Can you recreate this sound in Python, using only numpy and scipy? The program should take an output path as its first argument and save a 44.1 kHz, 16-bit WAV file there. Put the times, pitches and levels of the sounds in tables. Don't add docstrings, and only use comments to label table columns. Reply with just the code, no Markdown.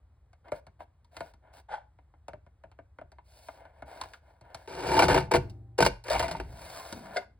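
import sys
import numpy as np
from scipy import signal
from scipy.fft import rfft, irfft, next_fast_len
from scipy.io import wavfile

SR = 44100
rng = np.random.default_rng(int(sys.argv[2]) if len(sys.argv) > 2 else 0)


def materialize(psi):
    bounded = np.clip(np.atleast_2d(psi).T, -1, 1)
    quanta = np.round(bounded * 32767).astype(np.int16)
    wavfile.write(sys.argv[1], SR, quanta)


N = 325899
TIME = np.arange(N) / SR

# start and length in seconds,
# swell in dB, fade t60 in seconds, then relative rasp, hiss and thud levels in dB.
CUTS = [(4.674, 0.37, 27.5, 0.1, -14, -29.5, -25), (5.081, 0.096, 1, 0.16, -16.5, -35, -29.5),
        (5.31, 0.004, -5, 0.11, -14, -36, -30), (5.334, 0.024, 22.5, 0.042, -19, -26, -24.5),
        (5.779, 0.0093, -2.5, 0.025, -16.5, -28, -28), (5.799, 0.025, -3, 0.044, -19, -29, -27.5),
        (5.843, 0.016, -4, 0.054, -23, -29.5, -30.5)]
# centre and width in Hz, height in dB.
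ARM_MODES = [(283.5, 27.5, 16.5), (365.6, 55, 15), (487.2, 27, 10), (666, 54, 6), (900, 79, 10),
             (1505, 220, 7), (1784, 100, 1), (2326, 110, 5), (2810, 90, 8), (3770, 200, -0.5),
             (4780, 1500, 4.5)]
THUD_MODES = [(46.5, 4.7, 7), (132.9, 26, 8), (185, 50, 12)]
# frequency in Hz, level in dB.
CUT_RASP = [(150, -25), (250, -14.5), (330, -7.5), (600, -1), (950, -5), (1250, -11.5), (1700, -11.5),
            (2500, -15), (3300, -26.5), (6000, -64)]
STEEL_HISS = [(1500, -43.5), (2500, -5.5), (4500, 0), (5800, -3.5), (7000, -7), (8700, -8.5), (12000, -10),
              (14500, -15.5), (16000, -18)]
TABLE_THUD = [(20, -38), (30, -38), (44, 6.5), (65, 11), (95, 7.5), (135, 2), (180, -2), (240, -8.5),
              (400, -7.5), (1000, -86)]

def blade_down():
    rasp, hiss, thud = arm_gains(CUTS)
    slips = friction(per_s=1500, spread_db=0.5, smooth=.5) * clumps(per_s=240, depth_db=3)
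    arm = from_db(-5.5) * body(rasp * slips, CUT_RASP, ARM_MODES)
    fibres = friction(per_s=600, spread_db=6, smooth=.45) * clumps(per_s=150, depth_db=4)
    edge = from_db(-5.5) * body(hiss * (slips + fibres), STEEL_HISS, ARM_MODES)
    table = from_db(-4) * body(thud * rng.standard_normal(N), TABLE_THUD, THUD_MODES)
    return arm + edge + table

# time in seconds, relative knock and tick levels in dB, note of the clack in Hz.
CATCHES = [(4.675, -26, -58.5, 473), (4.916, -12.5, -41, 910), (4.991, 0, -28, 970), (5.021, -2, -37, 880),
           (5.082, -5.5, -35, 490), (5.143, -8, -34, 483), (5.314, -18.5, -36.5, 1630),
           (5.337, -2.5, -33.5, 824), (5.346, -1.5, -47, 660), (5.363, -9.5, -39, 380),
           (5.497, -51, -59, 814), (5.786, -8.5, -49.5, 516), (5.803, -3.5, -42, 694),
           (5.811, -8, -51.5, 624), (5.824, -6, -30, 1524), (5.85, -12, -32, 1170), (5.862, -3, -27, 567),
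           (6.039, -43, -52.5, 900), (6.082, -22, -47, 1540), (6.1, -24.5, -37.5, 570),
           (6.13, -14.5, -38, 660), (6.194, -12, -34.5, 670), (6.226, -15.5, -41, 940),
           (6.281, -20.5, -44.5, 2520), (6.311, -22.5, -41, 724), (6.348, -20, -74, 900),
           (6.399, -17.5, -51.5, 882)]
PLAIN_TICK_DB = -32.5

def catches():
    times, knock_db, tick_db, notes_hz = np.transpose(CATCHES)
    tilts = .13 * (tick_db - knock_db - PLAIN_TICK_DB) + 1.17
    clacks = [clack(tilt, hz) for tilt, hz in zip(tilts, notes_hz)]
    knock = bending(place(times + 0.001166, knock_db, clacks), hz=690, width_hz=1200)
    tick = contacts(times, tick_db, chatter=6, chatter_s=0.0074, lag_s=0.00036)
    thud = contacts(times, knock_db - 18.5, chatter=0.19, chatter_s=.008, lag_s=0.0084)
    edge = from_db(27) * body(tick, STEEL_HISS, ARM_MODES)
    return from_db(13) * knock + edge + from_db(15) * body(thud, TABLE_THUD)

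def clack(tilt, note_hz, width_hz=150, height_db=9):
    force = push(rng.standard_normal(4096), chatter=2.2, chatter_s=0.0065)
    return body(force, CUT_RASP, ARM_MODES + [(note_hz, width_hz, height_db)], tilt)

def stalls(stall_s=.005, dip_db=-6):
    gap_s = np.min([np.abs(TIME - time + stall_s / 2) for time, *_ in CATCHES], axis=0)
    return from_db(dip_db * np.exp(-(gap_s / stall_s) ** 2))

def arm_gains(rows):
    rasp, hiss, _ = strokes(rows) * stalls()
    thud = strokes(rows, lag_s=0.014, linger=3.2)[-1]
    return rasp, hiss, thud

# start and length in seconds, swell in dB, fade t60 in seconds, level in dB.
SING = [(4.9, 0.086, 16, 0.56, -23)]

def blade_sing():
    level, = strokes(SING)
    note = glide(rng.standard_normal(N), np.full(N, 889), width_hz=33)
    return level * bandpass(note, [700, 1150])

# frequency in Hz, level in dB, t60 in seconds.
TABLE_MODES = [(65, -46, 2.0), (93, -37, 1.3), (114, -43, 3.5), (194, -52, 1.2), (296, -52, .8),
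               (351, -51, 1.1), (398, -55, .5), (786, -67, 3.3)]
# start and length in seconds, swell in dB, fade t60 in seconds, level in dB.
SHUDDER = [(5.37, 0.0049, 18, 0.87, -48)]
# frequency in Hz, level in dB.
SHUDDER_COLOUR = [(100, -27.5), (150, -14.5), (350, -0.5), (480, -15.5), (680, -11), (1000, -26),
                  (3000, -47.5)]

def blade_home(landing_s=5.368):
    landing = signal.unit_impulse(N, round(landing_s * SR))
    shudder, = strokes(SHUDDER)
    modes = sum(from_db(db) * ring(landing, hz, t60) for hz, db, t60 in TABLE_MODES)
    return modes + body(shudder * rng.standard_normal(N), SHUDDER_COLOUR)

# start and length in seconds, swell in dB,
# fade t60 in seconds, then relative rasp, hiss and thud levels in dB.
LIFTS = [(6.042, 0.082, 25, 0.42, -23, -29, -38.5), (6.194, 0.01, 15, 0.32, -30, -35.5, -41),
         (6.28, 0.031, 15, 0.38, -40, -45.5, -43.5)]
# frequency in Hz, level in dB.
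LIFT_RASP = [(150, -52), (260, -11), (480, -1.5), (620, 7), (800, 1.5), (1000, 9), (1250, -1.5), (1800, 1),
             (2600, -5.5), (3300, -8.5), (6000, -30.5)]

def blade_up():
    rasp, hiss, thud = arm_gains(LIFTS)
    bursts = clumps(per_s=320, depth_db=4)
    slips = friction(per_s=2200, spread_db=1, smooth=.4) * np.sqrt(bursts)
    arm = from_db(-8) * body(rasp * slips, LIFT_RASP, ARM_MODES)
    ringing = from_db(-3.5) * edge_ring(rasp * slips)
    crackle = friction(per_s=500, spread_db=6, smooth=.35) * bursts
    edge = from_db(-11.5) * body(hiss * (slips + crackle), STEEL_HISS, ARM_MODES)
    table = from_db(-2) * body(thud * rng.standard_normal(N), TABLE_THUD)
    return arm + ringing + edge + table

# time in seconds, pitch in Hz.
EDGE_PITCH = [(6.045, 500), (6.13, 634), (6.172, 805), (6.195, 676)]

def edge_ring(force, overtone_ratio=2.85, width_hz=75):
    pitch = np.interp(TIME, *np.transpose(EDGE_PITCH))
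    overtone = from_db(-11) * glide(force, overtone_ratio * pitch, width_hz)
    return bandpass(glide(force, pitch, width_hz) + overtone, [450, 3200])

# time in seconds, relative knock, tick and thud levels in dB, note of the struck spot in Hz.
TAPS = [(0.331, -48.5, -83, -78, 810), (0.483, -39, -81, -75, 770), (0.519, -19.5, -61.5, -40, 580),
        (0.667, -43.5, -75, -48, 734), (0.804, -37, -83, -54, 870), (1.046, -63, -83, -72, 970),
        (1.167, -33, -59, -53, 870), (1.206, -24, -62.5, -42.5, 686), (1.337, -52.5, -78, -53, 876),
        (1.537, -51, -77, -72, 900), (1.987, -49.5, -97, -69, 800), (2.138, -50.5, -105, -72, 780),
        (2.282, -27, -64.5, -48, 613), (2.333, -33.5, -80.5, -43.5, 615), (2.464, -47.5, -90, -53, 686),
        (2.637, -36.5, -84.5, -50.5, 670), (2.715, -49.5, -84.5, -73, 920), (2.788, -36, -91, -51.5, 680),
        (2.986, -36, -83, -58, 665), (3.013, -36, -86, -49, 660), (3.118, -45, -75.5, -60, 657),
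        (3.184, -43, -95, -71, 950), (3.485, -30, -71, -78, 750), (3.652, -42, -85, -66, 810),
        (3.822, -31.5, -75, -47, 640), (4.013, -27.5, -52, -52, 990), (4.036, -36.5, -63, -58, 1000),
        (4.135, -38, -66, -76, 1690), (4.411, -49, -76, -49.5, 775), (4.546, -31.5, -55.5, -47.5, 820),
        (6.926, -29, -52, -45, 444)]
# centre and width in Hz, height in dB.
BED_MODES = [(295, 130, 9), (640, 220, 4), (961, 110, 6), (1440, 180, 8), (1630, 210, 4.5), (2160, 140, 5),
             (4400, 800, 4)]
# frequency in Hz, level in dB.
TICK_COLOUR = [(1500, -14.5), (2800, -2.5), (4500, 2), (7000, -4.5), (10000, -7.5), (12500, -9),
               (16000, -26)]

def taps():
    times, knock_db, tick_db, thud_db, notes_hz = np.transpose(TAPS)
    tilts = 0.145 * (tick_db - knock_db - PLAIN_TICK_DB)
    knocks = [bed_knock(tilt, hz) for tilt, hz in zip(tilts, notes_hz)]
    knock = bending(place(times + 0.001245, knock_db, knocks), hz=607, width_hz=380)
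    tick = contacts(times, tick_db, chatter=1.64, chatter_s=0.0048, lag_s=0.00026)
    thud = contacts(times, thud_db, chatter=1, chatter_s=0.062, lag_s=0.0044)
    table = from_db(25.5) * body(bending(thud, hz=63, width_hz=160), TABLE_THUD)
    return from_db(18) * knock + from_db(35.5) * body(tick, TICK_COLOUR, BED_MODES) + table

# frequency in Hz, level in dB.
KNOCK_COLOUR = [(120, -59), (240, -8), (350, -5.5), (600, 6), (900, 1), (1200, -2.5), (1700, -3),
                (2400, -7), (3300, -15.5), (6000, -56)]
BED_NOTE_HZ, SPOT_SPREAD_OCTAVES, SPOT_SPREAD_DB = 640, .04, 2

def bed_knock(tilt, note_hz, width_hz=300, height_db=7):
    scatter = rng.standard_normal((len(BED_MODES), 2))
    modes = [(hz * 2 ** (SPOT_SPREAD_OCTAVES * shift), width, db + SPOT_SPREAD_DB * lift)
             for (hz, width, db), (shift, lift) in zip(BED_MODES, scatter)]
    colour = np.multiply(KNOCK_COLOUR, [(note_hz / BED_NOTE_HZ) ** .7, 1])
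    force = push(rng.standard_normal(4096), chatter=1.27, chatter_s=0.01)
    return body(force, colour, modes + [(note_hz, width_hz, height_db)], tilt)

# time in seconds, relative level in dB.
SNAPS = [(7.161, -29.5), (7.168, -18.5), (7.176, -34)]
# centre and width in Hz, height in dB.
SNAP_MODES = [(395, 44, 17.5), (615, 190, 16), (720, 47, 10), (1500, 540, 28.5), (2086, 300, 20),
              (3440, 120, 15), (4700, 1060, 14)]
# frequency in Hz, level in dB.
SNAP_COLOUR = [(200, -18), (380, -7), (650, 2), (1150, -27.5), (2800, -14.5), (10000, -25), (15000, -38)]

def snap():
    times, levels_db = np.transpose(SNAPS)
    slaps = contacts(times, levels_db, chatter=2.3, chatter_s=0.0086, lag_s=0.00056)
    return from_db(24) * body(bending(slaps, hz=620, width_hz=1600), SNAP_COLOUR, SNAP_MODES)

# start and length in seconds, swell in dB,
# fade t60 in seconds, then relative rub and hiss levels in dB.
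SKID = [(1.683, 0.053, 17.5, 0.18, -34, -52.5)]
# centre and width in Hz, height in dB.
SKID_MODES = [(830, 130, 10), (1480, 300, 15), (3330, 300, 11)]
# frequency in Hz, level in dB.
SKID_RUB = [(250, -27.5), (450, -13.5), (620, 0), (950, -4.5), (1300, -20.5), (2000, -14), (3000, -34),
            (6000, -86)]

def skid():
    rub, hiss = strokes(SKID)
    slips = friction(per_s=1200, spread_db=1.5, smooth=0.79)
    rubbing = body(rub * slips, SKID_RUB, SKID_MODES)
    hissing = body(hiss * slips, TICK_COLOUR, SKID_MODES, tilt=-4)
    return from_db(0.5) * (rubbing + hissing)

# start and length in seconds, relative rub and hiss in dB.
SLIDES = [(.44, 0.069, -54, -88), (.51, 0.095, -53.5, -71), (.79, 0.058, -51.5, -77.5),
          (1.11, 0.22, -55, -71), (1.42, 0.13, -60, -96), (1.525, 0.095, -56, -70),
          (3.24, 0.39, -65, -69.5), (3.49, 0.25, -56.5, -86), (3.725, 0.12, -61, -86),
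          (3.85, 0.24, -49, -68.5), (4.03, 0.17, -58, -73), (4.205, 0.21, -65, -87),
          (4.4, 0.26, -57.5, -86), (4.52, 0.18, -58.5, -74.5), (6.4, 0.81, -52.5, -65),
          (6.54, 0.49, -49, -57.5), (7.02, 0.24, -47.5, -70.5), (7.135, 0.036, -52, -64)]
# frequency in Hz, level in dB.
CARD_RUB = [(150, -9), (300, -10.5), (450, 1), (700, 10), (1000, 0.5), (1250, -10), (1700, -4), (2500, -14),
            (3300, -17.5), (6000, -63.5)]
CARD_HISS = [(1500, -24), (2500, 4), (3100, -1), (4500, 7), (5800, 1), (7000, -2.5), (12000, -0.5),
             (16000, -5)]
# time in seconds, pitch in Hz.
PHOTO_PITCH = [(6.58, 890), (6.72, 988), (6.85, 1060), (7.0, 937)]

def slides():
    rub, hiss = moves(SLIDES)
    drag = friction(per_s=350, spread_db=5, smooth=1.8) * clumps(per_s=60, depth_db=3)
    drawing_out = TIME > PHOTO_PITCH[0][0]
    pitch = np.interp(TIME, *np.transpose(PHOTO_PITCH))
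    edge = bandpass(glide(rub * drag * drawing_out, pitch, width_hz=40), [600, 2000])
    rubbing = from_db(1) * body(rub * drag, CARD_RUB, BED_MODES)
    return rubbing + from_db(-5) * edge + from_db(5) * body(hiss * drag, CARD_HISS)

# start and length in seconds, swell in dB, fade t60 in seconds, level in dB.
BOW = [(6.926, 0.0097, -21, 0.9, -45)]

def bow(start_hz=275, octaves_per_s=8.8, fall_s=.07):
    level, = strokes(BOW)
    pitch = start_hz * 2 ** (-octaves_per_s * np.clip(TIME - BOW[0][0], 0, fall_s))
    wobble = glide(rng.standard_normal(N), pitch, width_hz=76)
    return level * bandpass(wobble, [150, 500])

def strokes(rows, lag_s=0, linger=1, bite_s=0.0069):
    total = 0
    for start, length, swell_db, t60, *levels_db in rows:
        age = np.maximum(TIME - start - lag_s, 0)
        bite = np.minimum(age / bite_s, 1)
        rise_db = swell_db * np.minimum(age / length - 1, 0)
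        fade_db = -60 * np.clip((age - length) / (t60 * linger), 0, 3)
        total = total + np.outer(from_db(levels_db), bite * from_db(rise_db + fade_db))
    return total

def moves(rows, skew=0.9, speed_power=0.85):
    power = np.zeros((2, N))
    for start, length, *levels_db in rows:
        span = slice(*np.searchsorted(TIME, [start, start + length]))
        progress = (TIME[span] - start) / length
        speed = np.abs(np.sin(np.pi * progress ** skew))
        power[:, span] += np.outer(from_db(levels_db), speed ** speed_power) ** 2
    return np.sqrt(power)

def friction(per_s, spread_db, smooth):
    sizes = from_db(spread_db * np.minimum(rng.exponential(1, N), np.pi)) * rng.choice([-1, 1], N)
    slips = sizes * (rng.random(N) < per_s / SR)
    force = slips / slips.std() + smooth * rng.standard_normal(N)
    return force / force.std()

def clumps(per_s, depth_db):
    knots = np.cumsum(rng.exponential(1 / per_s, 4096))
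    gain = from_db(depth_db * np.interp(TIME, knots, rng.uniform(-0.36, 1, len(knots))))
    return gain / np.sqrt(np.mean(gain ** 2))

def push(noise, chatter, chatter_s):
    pulse = noise * np.exp(-np.arange(len(noise)) / SR / chatter_s)
    pulse *= chatter / np.linalg.norm(pulse)
    pulse[0] = 1
    return pulse / np.linalg.norm(pulse)

def contacts(times, levels_db, chatter, chatter_s, lag_s):
    pushes = [push(noise, chatter, chatter_s) for noise in rng.standard_normal((len(times), 2048))]
    return place(times + lag_s, levels_db, pushes)

def place(times, levels_db, sounds):
    track = np.zeros(N + SR)
    for time, db, sound in zip(times, levels_db, sounds):
        start = round(time * SR)
        track[start:start + len(sound)] += from_db(db) * sound
    return track[:N]

def body(force, colour, modes=(), tilt=0, size=8192):
    hz = np.fft.rfftfreq(size, 1 / SR)
    db = at_hz(colour, hz) + tilt * np.log2(hz + 1)
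    db += sum(height / (1 + (2 * (hz - centre) / width) ** 2) for centre, width, height in modes)
    cepstrum = irfft(np.log(from_db(db)))
    response = irfft(np.exp(rfft(2 * cepstrum * (np.arange(size) < size // 2))))
    return signal.oaconvolve(force, response / np.linalg.norm(response))[:len(force)]

def bending(force, hz, width_hz):
    radius = np.exp(-np.pi * width_hz / SR)
    poles = [1, -2 * radius * np.cos(2 * np.pi * hz / SR), radius ** 2]
    return signal.lfilter(poles[::-1], poles, force)

def ring(force, hz, t60):
    radius, angle = from_db(-60 / (t60 * SR)), 2 * np.pi * hz / SR
    poles = [1, -2 * radius * np.cos(angle), radius ** 2]
    return signal.lfilter([0, np.sin(angle)], poles, force + 1e-18)

def glide(force, hz, width_hz):
    turn = np.exp(2j * np.pi * np.cumsum(hz) / SR)
    radius = np.exp(-np.pi * width_hz / SR)
    envelope = signal.lfilter([1], [1, -radius], force / turn + 1e-18)
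    return np.sqrt(2 * (1 - radius ** 2)) * np.real(turn * envelope)

def bandpass(sound, band_hz, order=2):
    return signal.sosfilt(signal.butter(order, band_hz, "band", fs=SR, output="sos"), sound)

def at_hz(points, hz):
    knots, values = np.transpose(points)
    return np.interp(np.log(hz + 1), np.log(knots), values)

def from_db(db):
    return 10 ** (np.asarray(db) / 20)

def reflections(sound, wet_db, apart, band_hz, t60, build_s, size=24000):
    age = np.arange(size) / SR
    shared, own = rng.standard_normal((2, size))
    envelope = from_db(-60 * age / t60) * (1 - np.exp(-age / build_s))
    tails = bandpass((shared + apart * own * [[1], [-1]]) * envelope, band_hz, order=1)
    echoes = signal.oaconvolve(np.atleast_2d(sound), tails / np.linalg.norm(tails[0]), axes=1)
    return sound + from_db(wet_db) * echoes[:, :N]

# frequency in Hz, level in dB.
ROOM_TONE = [(20, -42), (40, -12), (62, 0), (90, -3), (130, -15), (200, -28), (400, -31.5), (800, -31.5),
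             (1500, -39), (3000, -49), (16000, -63)]

def room_tone():
    return from_db(-61) * body(rng.standard_normal(N), ROOM_TONE)

def scene():
    blade = blade_down() + blade_sing() + blade_home() + blade_up() + catches()
    photo = taps() + slides() + skid() + bow() + snap()
    on_table = reflections(blade + photo, wet_db=-8.5, apart=0.06, band_hz=[2000, 14000],
                           t60=0.014, build_s=0.012)
    in_room = reflections(on_table, wet_db=-18, apart=.7, band_hz=[250, 6500], t60=0.26, build_s=0.00048)
    return in_room + room_tone()

# frequency in Hz, lead of the left port in radians.
PORT_PHASE = [(20, 0), (300, -.5), (700, -.8), (1600, -.25), (2100, .5), (2700, 2.2), (3400, 1.05),
              (4100, .7), (5700, 2.9), (8400, 6.0), (9700, 6.4), (11800, 9.3), (12900, 9.5), (14700, 12.3),
              (16000, 12.7)]
# frequency in Hz, left minus right in dB.
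PORT_BALANCE = [(60, .5), (180, 1), (350, 2.2), (800, 2.2), (1200, 0)]

def record(dry):
    size = next_fast_len(N + SR // 10)
    hz = np.fft.rfftfreq(size, 1 / SR)
    lead = np.interp(hz, *np.transpose(PORT_PHASE))
    half = np.array([[.5], [-.5]])
    response = from_db(half * at_hz(PORT_BALANCE, hz)) * np.exp(1j * half * lead)
    ports = irfft(rfft(dry, size) * response, size)[:, :N]
    return signal.sosfilt(signal.ellip(10, .2, 80, 16000, fs=SR, output="sos"), ports)

dry = scene()
out = record(dry)
materialize(out)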